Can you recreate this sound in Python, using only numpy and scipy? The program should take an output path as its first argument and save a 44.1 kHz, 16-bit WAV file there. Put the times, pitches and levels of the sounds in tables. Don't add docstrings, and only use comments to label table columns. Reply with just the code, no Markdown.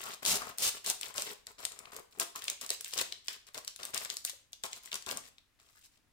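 import sys
import numpy as np
from scipy import signal
from scipy.fft import rfft, irfft, next_fast_len
from scipy.io import wavfile

SR = 44100
rng = np.random.default_rng(int(sys.argv[2]) if len(sys.argv) > 2 else 0)


def unload_wav(signal):
    wavfile.write(
        sys.argv[1],
        SR,
        np.round(np.clip(np.atleast_2d(signal).T, -1, 1) * 32767).astype(np.int16),
    )


N = 270244
LEAD_IN_S = 0.002
SNAP_SAMPLES = SR / 250

# time in seconds, level in dB, centre of the snap in Hz.
CREASES = [(0.2516, -28, 5660), (0.2621, -28, 5250), (0.3189, -28.5, 7000), (.3564, -31, 8100),
           (0.5844, -31.5, 7800), (0.6923, -31, 6800), (0.8626, -31, 6700), (0.9004, -24.5, 7650),
           (1.012, -35, 6900), (1.032, -35, 4330), (1.1808, -30, 5000), (1.197, -37.5, 5300),
           (1.2216, -31.5, 6900), (1.469, -40, 5400), (1.6521, -27.5, 6300), (1.7201, -43.5, 5750),
           (1.7906, -42.5, 6520), (1.856, -48.5, 3350), (1.9651, -40.5, 7160), (2.199, -25, 7550),
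           (2.3595, -37.5, 7000), (2.421, -41, 3480), (2.441, -38, 8300), (2.4818, -29, 4100),
           (2.4998, -28.5, 7400), (2.6133, -37.5, 5500), (2.6635, -39, 6940), (2.6924, -37.5, 6400),
           (2.704, -24.5, 6100), (2.8095, -37, 7300), (2.8455, -36.5, 6340), (2.9366, -33, 5950),
           (2.9783, -30.5, 6250), (2.9879, -30, 5950), (3.0135, -29.5, 5500), (3.1242, -34, 4250),
           (3.2832, -29.5, 4230), (3.5455, -42, 4940), (3.5779, -38.5, 4900), (3.648, -45, 6900),
           (3.6783, -33, 6060), (3.7619, -44, 7050), (3.8326, -36.5, 4100), (3.8524, -36, 7760),
           (3.9455, -30.5, 7700), (3.9773, -30, 6300), (4.0491, -35.5, 6740), (4.1014, -31.5, 5930),
           (4.169, -33, 6140), (4.2504, -27.5, 8660), (4.2968, -36, 6860), (4.5314, -41, 5200),
           (4.6375, -32.5, 5740), (4.7311, -36.5, 4600), (4.859, -44.5, 7000), (4.9175, -38, 3400),
           (4.9292, -34.5, 4240), (4.9427, -33.5, 5230), (4.9557, -33.5, 5840), (5.0242, -46.5, 5750),
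           (5.0638, -40, 5430), (5.0901, -37, 5220), (5.1126, -32, 5400), (5.1729, -33, 8000),
           (5.383, -53.5, 3830), (5.6001, -60, 4500)]
# frequency in Hz, relative level in dB.
BUCKLING_SPECTRUM = [(200, -26.5), (700, -22), (1600, -0.5), (3200, -0.5), (4500, -2.5), (6000, -5.5),
                     (7900, -2), (10800, -6.5), (15500, -4), (17000, -35)]
# frequency in Hz, relative level in dB.
FRICTION_SPECTRUM = [(200, -17), (700, -11), (1800, -11), (3300, -1), (5900, -2), (7600, 1.5), (10700, -6),
                     (15500, -8.5), (17000, -49)]


def amp(db):
    return 10 ** (np.asarray(db) / 20)


def unit_rms(x):
    return x / np.sqrt(np.mean(x ** 2) + 1e-20)


def unit_energy(x):
    return unit_rms(x) / np.sqrt(x.shape[-1])


def curve_at(points, hz):
    knots_hz, values = np.transpose(points)
    return np.interp(np.log(hz + 1), np.log(knots_hz), values)


def add(track, start_s, sound):
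    at = round(start_s * SR)
    sound, at = sound[:, max(-at, 0):], max(at, 0)
    track[:, at:at + sound.shape[1]] += sound[:, :max(N - at, 0)]


def coloured(x, gain_db, size=2048):
    cepstrum = irfft(np.log(amp(gain_db(np.fft.rfftfreq(size, 1 / SR))) + 1e-6))
    cepstrum[1:size // 2] *= 2
    cepstrum[size // 2 + 1:] = 0
    response = irfft(np.exp(rfft(cepstrum)))
    return signal.fftconvolve(x, response[None], axes=1)[:, :x.shape[1]]


def room_tone():
    # frequency in Hz, relative level in dB.
    spectrum = [(20, -5.5), (40, 1), (100, -2), (170, -11), (270, -9), (400, -16.5), (800, -17),
                (2000, -15), (3800, -20.5), (9000, -24.5), (16000, -29.5)]
    air = rng.standard_normal(N) + 1.4 * rng.standard_normal((2, N))
    return unit_rms(coloured(air, lambda hz: curve_at(spectrum, hz)))


def reverberation(dry, tail_db, early_db, early_decay_s, build_up_s, positions=20):
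    # frequency in Hz, relative gain in dB.
    wall_gains = [(60, -1.5), (250, -4), (500, 0.5), (1200, 2), (4000, -1), (15000, -3)]
    # frequency in Hz, time to fall 60 dB in seconds.
    decay_times = [(150, 0.67), (530, 0.36), (1400, 0.3774), (3700, 0.4), (9000, 0.33), (15000, 0.28)]
    reflected = coloured(dry, lambda hz: curve_at(wall_gains, hz))
    out, hop = np.zeros((2, N)), N // positions + 1
    for at in range(0, N, hop):
        hz, frame_s, noise = signal.stft(rng.standard_normal((2, SR // 2)), SR, nperseg=256)
        decay = amp(-60 * frame_s / curve_at(decay_times, hz)[:, None])
        tail = signal.istft(noise * decay, SR, nperseg=256)[1]
        t = np.arange(tail.shape[1]) / SR
        tail = unit_energy(tail * (1 - np.exp(-(t / build_up_s) ** 2)))
        spikes = rng.standard_normal(tail.shape) ** 3
        early = unit_energy(spikes * np.exp(-t / early_decay_s) * (t > 0.001))
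        response = amp(tail_db) * tail + amp(early_db) * early
        add(out, at / SR, signal.fftconvolve(reflected[:, at:at + hop], response, axes=1))
    return out


def direct_path(x, lead_s):
    # frequency in Hz, left minus right in dB.
    left_excess = [(60, 9.5), (200, 6.5), (380, 10), (700, 1.5), (1300, 9.5), (2400, 8), (4400, 4.5),
                   (8000, 2.5), (15000, 1)]
    size = next_fast_len(N + 4096)
    hz = np.fft.rfftfreq(size, 1 / SR)
    left = amp(curve_at(left_excess, hz) / 2)
    right = np.exp(-2j * np.pi * hz * lead_s) / left
    return irfft(rfft(x, size) * [left, right], size)[:, :N]


def burst(rise_s, kick_s, flutter_s, flutter_db, kick_width, flutter_width, size):
    t = np.arange(size) / SR - LEAD_IN_S

    def damped_noise(decay_s, width):
        noise = rng.standard_normal(size) + width * rng.standard_normal((2, size))
        return unit_energy(noise * np.exp(np.minimum(t / rise_s, -t / decay_s)))

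    return damped_noise(kick_s, kick_width) + amp(flutter_db) * damped_noise(flutter_s, flutter_width)


def pouch_pop():
    # frequency in Hz, relative level in dB.
    spectrum = [(30, -20), (100, -12), (180, -9.5), (255, -4), (320, -13.5), (410, 1), (520, -1.5),
                (700, 1), (870, -4.5), (1050, 2), (1450, -4.5), (2500, -5), (6000, -76.5)]
    jolt = burst(rise_s=0.00045, kick_s=0.0012, flutter_s=0.0066, flutter_db=-3.5,
                 kick_width=0.43, flutter_width=0.4, size=1600)
    return unit_energy(coloured(jolt, lambda hz: curve_at(spectrum, hz)))


def pouch_resonance(note_hz, q=3.8):
    t = np.arange(2000) / SR
    ring = np.sin(2 * np.pi * note_hz * t + np.pi / 3) * np.exp(-np.pi * note_hz * t / q)
    onset = 1 - np.exp(-4 * np.pi * note_hz * t)
    return unit_energy(np.array([ring, ring]) * onset)


def facet(centre_hz, spectrum, focus_db):
    def gain_db(hz):
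        octaves = np.log2((hz + 1) / centre_hz)
        return curve_at(spectrum, hz) - focus_db * np.minimum(octaves ** 2, 2.2)

    flip = burst(rise_s=0.00022, kick_s=0.000291, flutter_s=0.0014, flutter_db=2.5,
                 kick_width=0.84, flutter_width=3.1, size=600)
    return unit_energy(coloured(flip, gain_db))


def facets(spectrum, focus_db):
    return [facet(hz, spectrum, focus_db) for hz in np.geomspace(2500, 13000, 10)]


def slips(strokes, levels_db, voices, per_s, spread_db, taper):
    out = np.zeros((2, N))
    for (start_s, end_s), db in zip(strokes, levels_db):
        n = max(round((end_s - start_s) * SR), 64)
        count = int(per_s * n / SR / len(voices)) + 1
        swell = signal.windows.tukey(n, taper)
        sound = 0
        for voice in voices:
            instants = rng.integers(0, n, count)
            sizes = amp(spread_db * np.minimum(rng.standard_normal(count), 2))
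            signs = rng.choice([-1, 1], count)
            impulses = np.bincount(instants, sizes * signs, n) * swell
            sound = sound + signal.fftconvolve(impulses[None], voice, axes=1)
        add(out, start_s, amp(db) * np.sqrt(n) * unit_energy(sound))
    return out


def knocks_and_scrapes():
    # start and end in seconds, level in dB, note in Hz.
    contacts = [(0.032, 0.1, -51, 1240), (0.258, 0.358, -55.5, 203), (0.41, 0.427, -43, 1240),
                (1.179, 1.193, -44, 594), (1.256, 1.334, -57, 450), (1.951, 2.015, -59, 440),
                (2.17, 2.248, -54, 410), (2.207, 2.221, -45, 900), (2.352, 2.363, -46.5, 1070),
                (2.702, 2.716, -51, 475), (2.954, 2.996, -52, 574), (3.56, 3.581, -54.5, 600),
                (4.331, 4.338, -61, 560), (4.634, 4.662, -49, 760), (5.11, 5.128, -48, 474),
                (5.095, 5.181, -61, 237), (5.75, 5.787, -70, 1520), (5.961, 6.119, -84, 257)]
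    return sum(slips([(start_s, end_s)], [db], [pouch_resonance(hz)], per_s=1200, spread_db=3.5, taper=0.33)
               for start_s, end_s, db, hz in contacts)


def finger_squeezes():
    # start and end in seconds, relative levels of film and of pouch in dB.
    squeezes = [(-.02, 0.155, -45, -48), (0.218, 0.255, -47, -44), (0.369, 0.519, -49.5, -45),
                (.734, 0.784, -49, -51), (0.837, 0.865, -43, -55), (1.01, 1.115, -47.5, -51),
                (1.134, 1.343, -45, -49.5), (1.466, 1.52, -60.5, -55.5), (1.576, 1.673, -49.5, -50),
                (1.693, 1.912, -65.5, -56), (1.913, 2.003, -52.5, -49.5), (2.107, 2.207, -63.5, -63.5),
                (2.199, 2.231, -34.5, -38.5), (2.348, 2.399, -47.5, -50.5), (2.411, 2.538, -51, -55.5),
                (2.606, 2.65, -44, -48), (2.7, 2.75, -43, -57.5), (2.84, 2.928, -47.5, -71),
                (2.921, 2.975, -43.5, -47.5), (2.971, 3.026, -34, -41), (3.238, 3.279, -58.5, -88),
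                (3.285, 3.369, -48.5, -58.5), (3.463, 3.489, -55, -59), (3.54, 3.59, -46.5, -46.5),
                (3.783, 3.908, -51.5, -51.5), (3.93, 3.99, -41, -43.5), (3.995, 4.062, -45, -47.5),
                (4.088, 4.144, -47.5, -55.5), (4.25, 4.309, -44, -67), (4.635, 4.667, -42.5, -43.5),
                (4.703, 4.793, -52, -60.5), (4.824, 4.896, -54, -62), (4.919, 4.969, -47.5, -46),
                (5.059, 5.135, -43.5, -42.5), (5.132, 5.193, -56, -50), (5.233, 5.289, -56.5, -64),
                (5.585, 5.72, -68, -71.5), (5.716, 5.864, -65, -86), (5.909, 5.981, -71.5, -80.5)]
    rows = np.array(squeezes)
    strokes, film_db, pouch_db = rows[:, :2], rows[:, 2], rows[:, 3]
    crackle = slips(strokes, film_db, facets(BUCKLING_SPECTRUM, focus_db=9),
                    per_s=260, spread_db=4.5, taper=0.061)
    rub = slips(strokes, film_db, facets(FRICTION_SPECTRUM, focus_db=3.5),
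                per_s=3000, spread_db=5, taper=0.21)
    rustle = slips(strokes, pouch_db, [pouch_pop() for _ in range(5)], per_s=400, spread_db=6, taper=0.18)
    return amp(-3.5) * crackle + amp(-7.5) * rub + amp(-6.5) * rustle


def sliding_cloth():
    # start and end in seconds, relative levels of hiss and of pouch in dB.
    shoves = [(.249, .335, -29, -41.5), (.315, .376, -34, -39.5), (0.585, 0.631, -38, -49.5),
              (0.612, .697, -29, -48), (.859, 0.918, -34, -44), (1.156, 1.234, -43.5, -54),
              (5.832, 5.872, -60, -93)]
    rows = np.array(shoves)
    strokes, hiss_db, pouch_db = rows[:, :2], rows[:, 2], rows[:, 3]
    hiss = slips(strokes, hiss_db, facets(FRICTION_SPECTRUM, focus_db=0),
                 per_s=9000, spread_db=4.5, taper=0.32)
    rub = slips(strokes, pouch_db, [pouch_pop() for _ in range(4)], per_s=1200, spread_db=0, taper=0.14)
    return amp(-1.5) * hiss + amp(-5) * rub


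def lead_in_ticks(max_ahead_s=0.013, relative_db=-25, spread_db=3):
    out = np.zeros((2, N))
    voices = facets(BUCKLING_SPECTRUM, focus_db=6)
    for snap_s, snap_db, _ in CREASES:
        times_s = snap_s - max_ahead_s * rng.random(2)
        levels_db = snap_db + relative_db + spread_db * rng.standard_normal(2)
        for tick_s, db, pick in zip(times_s, levels_db, rng.integers(len(voices), size=2)):
            add(out, tick_s - LEAD_IN_S, amp(db) * np.sqrt(SNAP_SAMPLES) * voices[pick])
    return out


def crease_snaps():
    out = np.zeros((2, N))
    for snap_s, db, centre_hz in CREASES:
        start_s = snap_s - LEAD_IN_S
        force = amp(db) * np.sqrt(SNAP_SAMPLES)
        pop_db = -22 - 4 * np.log2(centre_hz / 6300)
        add(out, start_s, force * facet(centre_hz, BUCKLING_SPECTRUM, focus_db=7))
        add(out, start_s, force * amp(pop_db) * pouch_pop())
        for offset_s in rng.normal(0.001192, 0.0027, size=3):
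            neighbour_hz = centre_hz * np.exp(rng.normal(0, 0.404))
            neighbour = facet(neighbour_hz, BUCKLING_SPECTRUM, focus_db=6.5)
            add(out, start_s + offset_s, force * amp(-18) * neighbour)
    return out


def scene():
    packet = sliding_cloth() + finger_squeezes() + knocks_and_scrapes() + crease_snaps() + lead_in_ticks()
    echoes = reverberation(packet, tail_db=-7.5, early_db=-7, early_decay_s=0.01437, build_up_s=0.011)
    diffuse = echoes + amp(-74) * room_tone()
    lean_left = amp([[0.9], [-0.9]])
    return direct_path(packet, lead_s=0.0002254) + lean_left * diffuse


def record(dry):
    size = next_fast_len(N + 4096)
    passband = np.fft.rfftfreq(size, 1 / SR) < 16300
    return irfft(rfft(dry, size) * passband, size)[:, :N]


dry = scene()
out = record(dry)
unload_wav(out)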